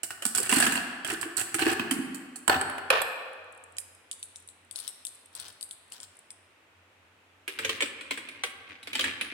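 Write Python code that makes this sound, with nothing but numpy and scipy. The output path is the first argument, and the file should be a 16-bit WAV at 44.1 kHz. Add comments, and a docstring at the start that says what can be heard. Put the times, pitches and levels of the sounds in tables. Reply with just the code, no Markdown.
"""A hand stirs and scoops small hard balls in a plastic tub: short noise cracks and brief modal notes.
Two hollow knocks, on the tub and then a board, rebound and rattle: each object has its own damped modes.
The balls click in the palm on the way to a wooden marble run: bright cracks and a lower note of the cupped hand.
They drop one by one on its top rail, as clacks and panel thumps, and roll: dense tiny contacts over a rumble.
A bare room rings by decaying noise; filtered noise makes faint air and a low wavering hum underneath."""
import sys
import numpy as np
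from scipy import signal
from scipy.fft import rfft, irfft, next_fast_len
from scipy.io import wavfile

SR = 44100
rng = np.random.default_rng(int(sys.argv[2]) if len(sys.argv) > 2 else 0)


def output_pcm(signal):
    """Save a mono or channel-first signal as 16-bit PCM at the path in sys.argv[1].

    Samples are clipped to [-1, 1] before scaling.
    """
    pcm = np.clip(np.atleast_2d(signal).T, -1, 1) * 32767
    wavfile.write(sys.argv[1], SR, np.round(pcm).astype(np.int16))


N = 411453
T = np.arange(N) / SR


def undb(db):
    """Logarithmic level: decibels to amplitude gain."""
    return 10 ** (np.asarray(db) / 20)


def lookup(points, hz):
    """Logarithmic pitch scale: interpolate (frequency_hz, value) points over log frequency."""
    f, value = np.transpose(points)
    return np.interp(np.log(np.maximum(hz, 1)), np.log(f), value)


def fade(t, t60):
    """Exponential damping: amplitude is 60 dB down at t60 seconds."""
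    return np.exp(-np.log(1000) * t / t60)


def sides(db):
    """Level-difference stereo: left and right gains for left minus right in dB."""
    return undb(np.array([[db], [-db]]) / 2)


def tint(x, colour, shift=1, size=1024):
    """Minimum-phase filtering: a causal response of unit energy, its colour moved up in pitch by shift."""
    hz = np.arange(size // 2 + 1) * SR / size
    cepstrum = irfft(np.log(undb(lookup(colour, hz / shift))))
    # folding the cepstrum onto positive time makes the response causal
    cepstrum[1:size // 2] *= 2
    cepstrum[size // 2 + 1:] = 0
    h = irfft(np.exp(rfft(cepstrum)))
    return signal.fftconvolve(x, h[None] / np.linalg.norm(h), axes=1)[:, :x.shape[1]]


def ports(count, alike_hz=650):
    """Spatial coherence: noise at two microphones, alike in the bass and unrelated in the treble."""
    mid, side = rfft(rng.standard_normal((2, count)))
    hz = np.arange(len(mid)) * SR / count
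    alike = 1 / (1 + (hz / alike_hz) ** 2)
    mid = mid * np.sqrt(1 + alike)
    side = side * np.sqrt(1 - alike)
    return irfft(np.array([mid + side, mid - side]), count) / np.sqrt(2)


def add(out, s, sound):
    """Superposition: mix a sound in at time s."""
    i = max(int(s * SR), 0)
    out[:, i:i + sound.shape[1]] += sound[:, :N - i]


def contact(colour, crack_s, echo_s, echo_db, rise_s=0.0041, shift=1, vary_db=7.0, size=4096, count=176):
    """Impulsive excitation: a crack of unit level over count samples, with sparse echoes off nearby things."""
    t = np.arange(size) / SR
    # no two contacts ring alike
    colour = np.array(colour) + np.array([0, vary_db]) * rng.standard_normal((len(colour), 1))
    crack = ports(size) * fade(t, crack_s) * (1 - fade(t, rise_s))
    polarity = rng.choice([-1, 0, 1], (2, size), p=[.06, .88, .06])  # most samples carry no echo
    arrivals = rng.standard_normal((2, size)) ** 2 * polarity
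    echoes = arrivals * fade(t, echo_s) * (1 - fade(t, 0.032))
    crack, echoes = (tint(v, colour, shift) for v in (crack, echoes))
    crack, echoes = (v / np.linalg.norm(v, axis=1, keepdims=True) for v in (crack, echoes))
    return (crack + undb(echo_db) * echoes) * np.sqrt(count)


def ring(modes, spread_db=6.5, detune=0.0036, size=22050):
    """Modal superposition: damped sinusoids, weighted anew because each blow lands elsewhere."""
    hz, db, t60 = np.transpose(modes)[:, :, None]
    t = np.arange(size) / SR
    weight, tuning, lag = rng.standard_normal((3, len(hz), 1))
    envelope = undb(db + spread_db * weight) * fade(t, t60) * (1 - np.exp(-t * hz))
    waves = envelope * np.exp(2j * np.pi * hz * (1 + detune * tuning) * t)
    turn = np.exp(1j * lag * hz / 1200)  # short waves reach the two microphones out of step
    polarity = rng.choice([-1, 1], (len(hz), 1))
    return np.array([(waves * polarity * p).imag.sum(0) for p in (turn, turn.conj())])


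def note(hz, t60):
    """Local resonance: a close pair of short-lived modes gives one contact its pitch."""
    return ring([(hz * .95, -3, t60), (hz, 0, t60)], spread_db=1, size=4096)


# every contact excites its own handful of modes: their decay, and their level relative to the crack
SPOT_T60_S, SPOT_DB = .055, -1.5


def spot(colour, t60=SPOT_T60_S, count=12, size=4096):
    """Selective modal excitation: a few modes drawn where the colour is strong, as loud as a unit crack."""
    grid = np.geomspace(colour[0][0], colour[-1][0], size)
    odds = undb(lookup(colour, grid)) ** 2 * np.sqrt(grid)
    chosen = rng.choice(grid, count, p=odds / odds.sum())
    x = ring([(hz, 0, t60) for hz in chosen], spread_db=2, size=size)
    return x * np.sqrt(2 * .004 * SR / np.sum(x ** 2))


BUMP_RISE_S = .05  # time for the swell to come within 60 dB of complete


def bump(hz, t60, size=11025):
    """Panel resonance: a soft push makes low modes around hz swell and die, at unit level over 20 ms."""
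    x = ring([(hz * .8, -9, t60), (hz, 0, t60), (hz * 1.25, -9, t60)], spread_db=1, size=size)
    x = x * (1 - fade(np.arange(size) / SR, BUMP_RISE_S))
    return x * np.sqrt(2 * .02 * SR / np.sum(x ** 2))


def grains(length, colour, rate, spread_db, smear_s, size=1024):
    """Random impact process: tiny uneven decaying cracks, rate a second on average, at unit level."""
    count = max(int(length * SR), size)
    hits = (rng.random(count) < rate / SR) * undb(spread_db * np.clip(rng.standard_normal(count), -2, 2))
    power = signal.fftconvolve(hits ** 2, fade(np.arange(size) / SR, smear_s) ** 2)
    x = tint(ports(len(power)) * np.sqrt(np.abs(power)), colour)
    return x * np.sqrt(2 * count / (np.sum(x ** 2) + 1e-9))


def waver(rate):
    """Slow random modulation: drift through rate random points a second."""
    return np.interp(T * rate, np.arange(N // 1000), rng.standard_normal(N // 1000))


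# how the tub and the board differ between left and right, by frequency: frequency_hz, left_minus_right_db
RIGHT_SIDE = [(200, -4), (1000, 0.5), (2300, -4.5), (4300, -7), (7800, -13.5), (10000, 0), (13000, -23.5)]


def aside(x):
    """Frequency-dependent balance: the tub's and the board's sounds lean right, unevenly across the spectrum."""
    size = next_fast_len(N + SR // 10)
    db = lookup(RIGHT_SIDE, np.arange(size // 2 + 1) * SR / size)
    return irfft(rfft(x, size) * undb(np.array([db, -db]) / 2), size)[:, :N]


# colour of the faint air noise: frequency_hz, relative_level_db
AIR = [(25, -18), (90, -7.5), (150, -9), (260, -2.5), (800, -3), (2600, -3), (5000, -19), (9000, -20.5),
       (16000, -32)]
AIR_DB = -62


def background():
    """Filtered noise: faint air, and a narrow low band that wavers as a hum."""
    air = tint(ports(N), AIR, size=4096)
    hum_band = [(60, -59), (80, -12.0), (91, 7.0), (102, -7.5), (125, -48.5), (400, -91.5)]
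    hum = tint(ports(N, alike_hz=302.0), hum_band, size=16384)
    return undb(AIR_DB) * air + undb(-73.5 + 3.2 * waver(6.8)) * hum


# colour of ball against ball: frequency_hz, relative_level_db
CLICK = [(1200, -48.5), (4500, -5.5), (6500, -8.5), (7900, 6), (9800, 4.5), (11800, -10), (16000, -21.5)]
# colour of the tub's wall: frequency_hz, relative_level_db
TUB_WALL = [(45, -17.5), (110, -7), (200, -11), (380, -2), (550, -13), (760, 0.5), (950, -8), (1650, 2),
            (2200, -6), (2850, 0), (3700, -12.5), (4500, -12), (9000, -31.5)]
RAP_NOTE_DB, RAP_T60_S = 2.5, .035  # note of the spot struck, relative to the wall level


def collide(out, s, click_db, wall_db, hz):
    """Impact: one ball strikes its neighbours and the wall, which answers with the note of that spot."""
    add(out, s, undb(click_db) * contact(CLICK, crack_s=0.024, echo_s=0.12, echo_db=-0.5, vary_db=2))
    crack = contact(TUB_WALL, crack_s=0.018, echo_s=0.089, echo_db=-1.0, vary_db=2.5)
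    add(out, s, undb(wall_db) * (crack / np.sqrt(2) + undb(SPOT_DB) * spot(TUB_WALL)))
    add(out, s, undb(wall_db + RAP_NOTE_DB) * note(hz, RAP_T60_S))


# balls tumbling in the tub: start_s, click_db, wall_db, spot_pitch_hz
TUMBLES = [(0.032, -28, -36, 2900), (0.1052, -38, -35.5, 1460), (0.2223, -36, -34.5, 3030),
           (0.2523, -21, -30, 1490), (0.349, -23, -34, 1480), (0.381, -23.5, -31.5, 4600),
           (0.493, -24, -26.5, 1810), (0.525, -22.5, -19, 2880), (0.565, -24, -28, 4400),
           (0.6012, -19.5, -22.5, 1750), (0.6247, -27.5, -17.5, 1736), (0.6661, -29, -22, 1670),
           (0.7214, -28.5, -29, 2645), (0.755, -31.5, -28.5, 2900), (0.7754, -48, -29, 2770),
           (1.047, -34, -30, 3280), (1.2124, -30.5, -50, 4440), (1.2286, -42, -29.5, 1770),
           (1.378, -26, -37, 4300), (1.412, -30.5, -35, 1460), (1.543, -24.5, -27, 1500),
           (1.5924, -31, -29.5, 1610), (1.665, -39, -23, 1766), (1.715, -36.5, -34, 1140),
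           (1.795, -48, -26, 2610), (1.91, -24.5, -26, 3150), (2.1451, -37.5, -46.5, 4430),
           (2.358, -36.5, -49.5, 4460)]


def tumbles():
    """Discrete impacts: single balls click on each other and rap the wall."""
    out = np.zeros((2, N))
    for row in TUMBLES:
        collide(out, *row)
    return out


# balls bumping the tub's bottom, whose note shifts with place and load: start_s, level_db, pitch_hz
BUMPS = [(0.252, -38, 247), (0.397, -37, 403), (0.521, -28, 260), (0.566, -24, 252), (0.67, -33, 240),
         (1.123, -34.5, 330), (1.254, -37, 335), (1.55, -35.5, 333), (1.617, -28.5, 337), (1.661, -24, 332),
         (1.712, -30.5, 356), (1.796, -31.5, 244), (1.914, -27, 259), (1.96, -33, 263), (1.988, -28, 261)]
BUMP_T60_S = .06


def bumps():
    """Panel resonance: the tub's bottom answers each ball with a soft low note."""
    out = np.zeros((2, N))
    for s, db, hz in BUMPS:
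        add(out, s, undb(db) * bump(hz, BUMP_T60_S))
    return out


# strokes of the hand through the heap: start_s, end_s, jostling_db, pressure_on_tub_db
STROKES = [(0.352, 0.403, -31, -40), (0.415, 0.476, -38, -41.5), (0.498, 0.681, -31.5, -31.5),
           (0.696, 0.78, -42, -42.5), (1.061, 1.146, -40, -36.5), (1.367, 1.421, -33.5, -37.5),
           (1.584, 1.735, -42, -32.5)]
COLLISIONS_PER_S, COLLISION_SPREAD_DB = 26, 3
COLLISION_DB, WALL_RAP_DB = -0.5, 3.5  # relative to the stroke's jostling and pressure


def strokes():
    """Granular flow: a stirred heap gives dense tiny contacts and randomly timed collisions."""
    out = np.zeros((2, N))
    spots = np.array(TUMBLES)[:, 3]
    for start, end, jostle_db, press_db in STROKES:
        length = end - start
        jostling = grains(length, CLICK, rate=130, spread_db=3, smear_s=0.014)
        pressing = grains(length, TUB_WALL, rate=370, spread_db=0.5, smear_s=0.022)
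        add(out, start, undb(jostle_db) * jostling)
        add(out, start, undb(press_db) * pressing)
        count = max(round(length * COLLISIONS_PER_S), 1)
        for k, (when, click, rap) in enumerate(rng.random((count, 3))):
            s = start + length * (k + when) / count
            click_db = jostle_db + COLLISION_DB + COLLISION_SPREAD_DB * (2 * click - 1)
            wall_db = press_db + WALL_RAP_DB + COLLISION_SPREAD_DB * (2 * rap - 1)
            collide(out, s, click_db, wall_db, rng.choice(spots))
    return out


def scoop():
    """Superposition: tumbling, bumping and stirring add up in the tub on the right."""
    return aside(tumbles() + bumps() + strokes())


# the room's ring: frequency_hz, t60_s
ROOM_T60 = [(100, 0.87), (280, 1.41), (500, 1.72), (1200, 1.66), (2500, 1.48), (7000, 0.73), (15000, 0.57)]


def room(x, size=52920):
    """Diffuse reverberation: noise bands decay between bare walls, fastest in the treble."""
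    t = np.arange(size) / SR
    noise = rfft(ports(size))
    hz = np.arange(noise.shape[1]) * SR / size
    centres_hz = np.array(ROOM_T60)[:, 0]
    tail = 0
    for share, (_, t60) in zip(np.eye(len(ROOM_T60)), ROOM_T60):
        band = lookup(np.column_stack([centres_hz, share]), hz)  # overlapping bands that sum to one
        tail = tail + irfft(noise * band, size) * fade(t, t60)
    tail = tail * (1 - fade(t, 0.0079))  # the first wall echoes take a moment to arrive
    mono = x.sum(0, keepdims=True) / np.sqrt(2)
    return signal.fftconvolve(mono, tail / np.linalg.norm(tail[0]), axes=1)[:, :N]


# hollow knocks and their rebounds: start_s, body_db, sharp_edge_db, object_struck
KNOCKS = [(2.478, -15, -19.5, "tub"), (2.496, -10.5, -30, "tub"), (2.612, -22.5, -29, "tub"),
          (2.697, -28, -39, "tub"), (2.781, -30.5, -46.5, "tub"), (2.9025, -10.5, -24, "board"),
          (3.017, -24, -30, "board")]
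# colour of each struck body, by object: frequency_hz, relative_level_db
KNOCK_BODY = {"tub": [(150, -17), (350, -3), (560, -6), (770, 5), (1050, -2), (1500, 5), (2050, -8),
              (2950, -4), (3900, -16), (9000, -32)], "board": [(270, -25), (440, -1), (1750, -3),
              (2060, -11.5), (2600, -3.5), (3900, -13.5), (9000, -44.5)]}
# ringing modes, by object: frequency_hz, relative_level_db, t60_s
KNOCK_MODES = {"tub": [(392.6, 0, .4), (768, 5, .5), (1450, -1, .5), (1750, 0, .5)],
               "board": [(466, 1, 0.45), (523, -1, 0.35), (637, -1, 0.35), (1160, 0, 0.45),
               (1802, -1, 0.55)]}
KNOCK_RING_DB = -20  # relative to the body level


def blows():
    """Modal response: the tub, then a hollow board, takes a hard knock and rebounds, ringing with its modes."""
    out = np.zeros((2, N))
    for s, body_db, edge_db, what in KNOCKS:
        crack = contact(KNOCK_BODY[what], crack_s=0.03, echo_s=0.16, echo_db=-9.5, vary_db=1)
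        body = (crack + undb(SPOT_DB) * spot(KNOCK_BODY[what])) / np.sqrt(2)
        add(out, s, undb(body_db) * body)
        add(out, s, undb(body_db + KNOCK_RING_DB) * ring(KNOCK_MODES[what], spread_db=1, detune=.003))
        add(out, s, undb(edge_db) * contact(CLICK, crack_s=0.024, echo_s=0.023, echo_db=-5))
    return out


# low thuds under the tub's knock: start_s, level_db
THUDS = [(2.478, -33), (2.553, -29.5)]
# modes of each thud: frequency_hz, relative_level_db, t60_s
THUD_MODES = [(86.8, -5.5, 0.37), (143, -3, 0.12), (260, -2.5, 0.16)]


def thuds():
    """Low-frequency modal response: the knock on the tub brings two deep thuds of three modes."""
    out = np.zeros((2, N))
    for s, db in THUDS:
        add(out, s, undb(db) * ring(THUD_MODES, spread_db=2))
    return out


# rattling after a hard knock: start_s, length_s, level_db, object_rattling
RATTLES = [(2.505, 0.068, -24, "tub"), (2.914, 0.11, -23, "board")]
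RATTLE_T60_S = 0.64


def rattles():
    """Repeated impact: random contacts with the colour of the struck body die away exponentially."""
    out = np.zeros((2, N))
    for s, length, db, what in RATTLES:
        rattle = grains(length, KNOCK_BODY[what], rate=300, spread_db=3, smear_s=0.02)
        decay = fade(np.arange(rattle.shape[1]) / SR, RATTLE_T60_S)
        add(out, s, undb(db) * rattle * decay)
    return out


def knocks():
    """Superposition: blows, thuds and rattles add up on the right."""
    return aside(blows() + thuds() + rattles())


# where the hand is: time_s, left_minus_right_db
HAND_PATH = [(3.75, -5.5), (4.75, 11), (5.5, 6), (6.05, 4)]


def hand_sides(s):
    """Level-difference stereo: gains that follow the hand's path."""
    return sides(np.interp(s, *np.transpose(HAND_PATH)))


# balls meeting in the palm: start_s, click_db, click_pitch_hz, cupped_hand_pitch_hz
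PALM = [(3.7682, -44, 8200, 3085), (3.784, -29.5, 8960, 5300), (4.1133, -32, 8700, 3100),
        (4.129, -44, 8450, 4300), (4.2285, -34.5, 9000, 3720), (4.359, -41.5, 8300, 3880),
        (4.488, -45.5, 8700, 3970), (4.711, -40, 8940, 3500), (4.759, -34.5, 9300, 4360),
        (4.789, -38.5, 9200, 4100), (4.801, -38.5, 9500, 4200), (4.8778, -32.5, 9300, 5620),
        (5.051, -33.5, 9200, 3580), (5.0686, -37, 8900, 4040), (5.3514, -37.5, 9000, 4250),
        (5.399, -37, 9400, 4430), (5.482, -45, 9400, 3150), (5.6104, -39, 9200, 4820),
        (5.628, -33.5, 9250, 4750), (5.7102, -37.5, 9100, 3360), (5.9215, -38.5, 8700, 2970),
        (6.0022, -42, 8200, 5260), (6.031, -42.5, 8200, 5570), (6.305, -41.5, 8540, 5320)]
# colour of the click: frequency_hz, relative_level_db
PALM_CLICK = [(2000, -51), (6800, -14.5), (8000, 0.5), (10000, 1), (11500, -13.5), (16000, -33)]
# colour of the cupped hand: frequency_hz, relative_level_db
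PALM_HOLLOW = [(1200, -30), (2500, -9), (3200, -0.5), (4200, -1.5), (5200, -2.5), (6500, -9.5),
               (10000, -16)]
HOLLOW_DB, PALM_NOTE_DB = -7, 0.5  # the hand's modes and its note, relative to each click
PALM_T60_S = .013
SETTLING_DB = -65  # faint stray ticks while the balls are carried


def palm_clicks():
    """Cavity resonance: ball on ball clicks brightly and the cupped hand answers with a lower note."""
    out = np.zeros((2, N))
    add(out, 3.3, undb(SETTLING_DB) * grains(3, PALM_CLICK, rate=12, spread_db=5.5, smear_s=0.019))
    for s, db, hz, hand_hz in PALM:
        click = contact(PALM_CLICK, crack_s=0.0045, rise_s=0.0003, echo_s=0.085, echo_db=-1,
                        shift=hz / 9000, vary_db=3)
        hollow = undb(HOLLOW_DB) * spot(PALM_HOLLOW, PALM_T60_S)
        hand_note = undb(PALM_NOTE_DB) * note(hand_hz, PALM_T60_S)
        add(out, s, undb(db) * hand_sides(s) * (click + hollow + hand_note))
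    return out


# the fingers shift their grip: start_s, end_s, muffled_ticks_db
GRIPS = [(4.717, 4.91, -54), (5.32, 5.51, -50.5), (5.89, 6.05, -55)]
# colour of rubbing skin: frequency_hz, relative_level_db
SKIN = [(200, -10), (1500, 0), (7000, -30)]
SKIN_DB = -6  # relative to the ticks


def grips():
    """Friction noise: shifting fingers add muffled ticks and a rub of skin."""
    out = np.zeros((2, N))
    for start, end, db in GRIPS:
        ticks = grains(end - start, PALM_HOLLOW, rate=220, spread_db=3, smear_s=0.022)
        skin = tint(ports(ticks.shape[1]), SKIN)
        swell = signal.windows.tukey(ticks.shape[1])
        add(out, start, undb(db) * swell * (hand_sides(start) * ticks + undb(SKIN_DB) * skin))
    return out


def palm():
    """Superposition: clicks and shifting fingers add up in the hand."""
    return palm_clicks() + grips()


# balls landing and bumping on the rail: start_s, level_db, clack_pitch_hz, thump_pitch_hz
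RAIL = [(7.478, -28, 2420, 385), (7.588, -27, 2370, 450), (7.648, -23.5, 2400, 437),
        (7.693, -23, 3210, 447), (7.8059, -23, 2230, 470), (7.822, -21.5, 2390, 293),
        (8.009, -38, 2510, 306), (8.1083, -24.5, 2246, 277), (8.175, -32.5, 2260, 319),
        (8.2869, -39, 2440, 338.5), (8.4358, -23.5, 2233, 472), (8.691, -61, 2300, 255),
        (8.829, -44, 4000, 260), (8.8719, -35.5, 2260, 292), (8.9306, -31.5, 2460, 250),
        (8.9521, -23, 3050, 258), (8.993, -23, 3300, 513), (9.0084, -24.5, 3150, 270),
        (9.0409, -23.5, 1753, 298), (9.211, -25, 2600, 245)]
# colour of the clack: frequency_hz, relative_level_db
RAIL_CLACK = [(170, -27.5), (450, -4.5), (750, -13.5), (1250, -4.5), (1750, -3), (2300, 2), (3400, 1),
              (4300, -7), (10000, -25)]
RAIL_NOTE_DB, RAIL_T60_S = -2, 0.073  # note of the spot struck, relative to the clack
# thump of the rail relative to the clack; damped as the rail fills with balls
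RAIL_BODY_DB, LOADING_DB_PER_S, RAIL_THUMP_T60_S = -17, -3, 0.14
# the ball's own click grows more slowly than the clack (growth in dB per dB)
FIRM_CLACK_DB, FIRM_CLICK_DB, CLICK_GROWTH = -24.5, -33.5, 0.78


def clacks():
    """Impact on a wooden beam: a clack with its note, the ball's own click and a low thump."""
    out = np.zeros((2, N))
    for s, db, hz, thump_hz in RAIL:
        body_db = db + RAIL_BODY_DB + LOADING_DB_PER_S * (s - RAIL[0][0])
        click_db = FIRM_CLICK_DB + CLICK_GROWTH * (db - FIRM_CLACK_DB)
        clack = contact(RAIL_CLACK, crack_s=0.05, echo_s=0.22, echo_db=-1.0,
                        shift=np.sqrt(hz / 2500), vary_db=0.5)
        click = contact(CLICK, crack_s=0.05, echo_s=0.34, echo_db=-4.0)
        add(out, s, undb(db) * (clack / np.sqrt(2) + undb(SPOT_DB) * spot(RAIL_CLACK)))
        add(out, s, undb(db + RAIL_NOTE_DB) * note(hz, RAIL_T60_S))
        add(out, s, undb(click_db) * sides(-2.6) * click)
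        add(out, s, undb(body_db) * bump(thump_hz, RAIL_THUMP_T60_S))
    return out


# loudness of rolling along the rail: time_s, level_db
ROLL = [(7.52, -58), (7.65, -37), (7.95, -56), (8.35, -52), (8.66, -57), (8.72, -49), (8.8, -61.5),
        (9.08, -33.5), (9.2, -54), (9.33, -38)]
# colour of the rolling contacts: frequency_hz, relative_level_db
ROLLING = [(120, -7), (260, 13), (750, -5), (2400, 15.5), (12000, -28.5)]
# colour of the shaken frame: frequency_hz, relative_level_db
RUMBLE = [(45, -39), (85, 17), (130, 5), (300, -37)]
RUMBLE_DB = -18.5  # relative to the rolling


def rolling():
    """Rolling contact: balls meet the wood's grain in many tiny impacts and shake the frame."""
    s, db = np.transpose(ROLL)
    # the last level holds for 0.1 s
    level = undb(np.interp(T, s, db)) * (T >= s[0]) * (T <= s[-1] + .1)
    grain = grains(N / SR, ROLLING, rate=500, spread_db=5, smear_s=0.01)[:, :N]
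    rumble = tint(ports(N), RUMBLE, size=4096)
    return level * (grain + undb(RUMBLE_DB) * rumble)


def rail():
    """Superposition: landings and rolling add up on the wooden rail."""
    return clacks() + rolling()


def scene():
    """Direct and reverberant sound: the nearer a source, the less of it returns from the room."""
    tub, board, hand, run = scoop(), knocks(), palm(), rail()
    walls = room(undb(-6.5) * tub + undb(-8.0) * board + undb(-9.0) * hand + undb(-10.0) * run)
    wall_colour = [(100, 7.0), (400, 0.66), (1500, 5.46), (3000, 2.8), (6000, 3.9), (9000, 4.4), (16000, 5.8)]
    return tub + board + hand + run + tint(walls, wall_colour) + background()


TOP_HZ = 16300  # upper edge of the passband


def record(dry):
    """Band limiting and saturation: thin the deep bass, round the highest peaks and cut the top."""
    thin = signal.sosfilt(signal.butter(2, 55, "high", fs=SR, output="sos"), dry)
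    rounded = np.tanh(thin)
    return signal.sosfilt(signal.ellip(10, .2, 70, TOP_HZ, fs=SR, output="sos"), rounded)


dry = scene()
out = record(dry)
output_pcm(out)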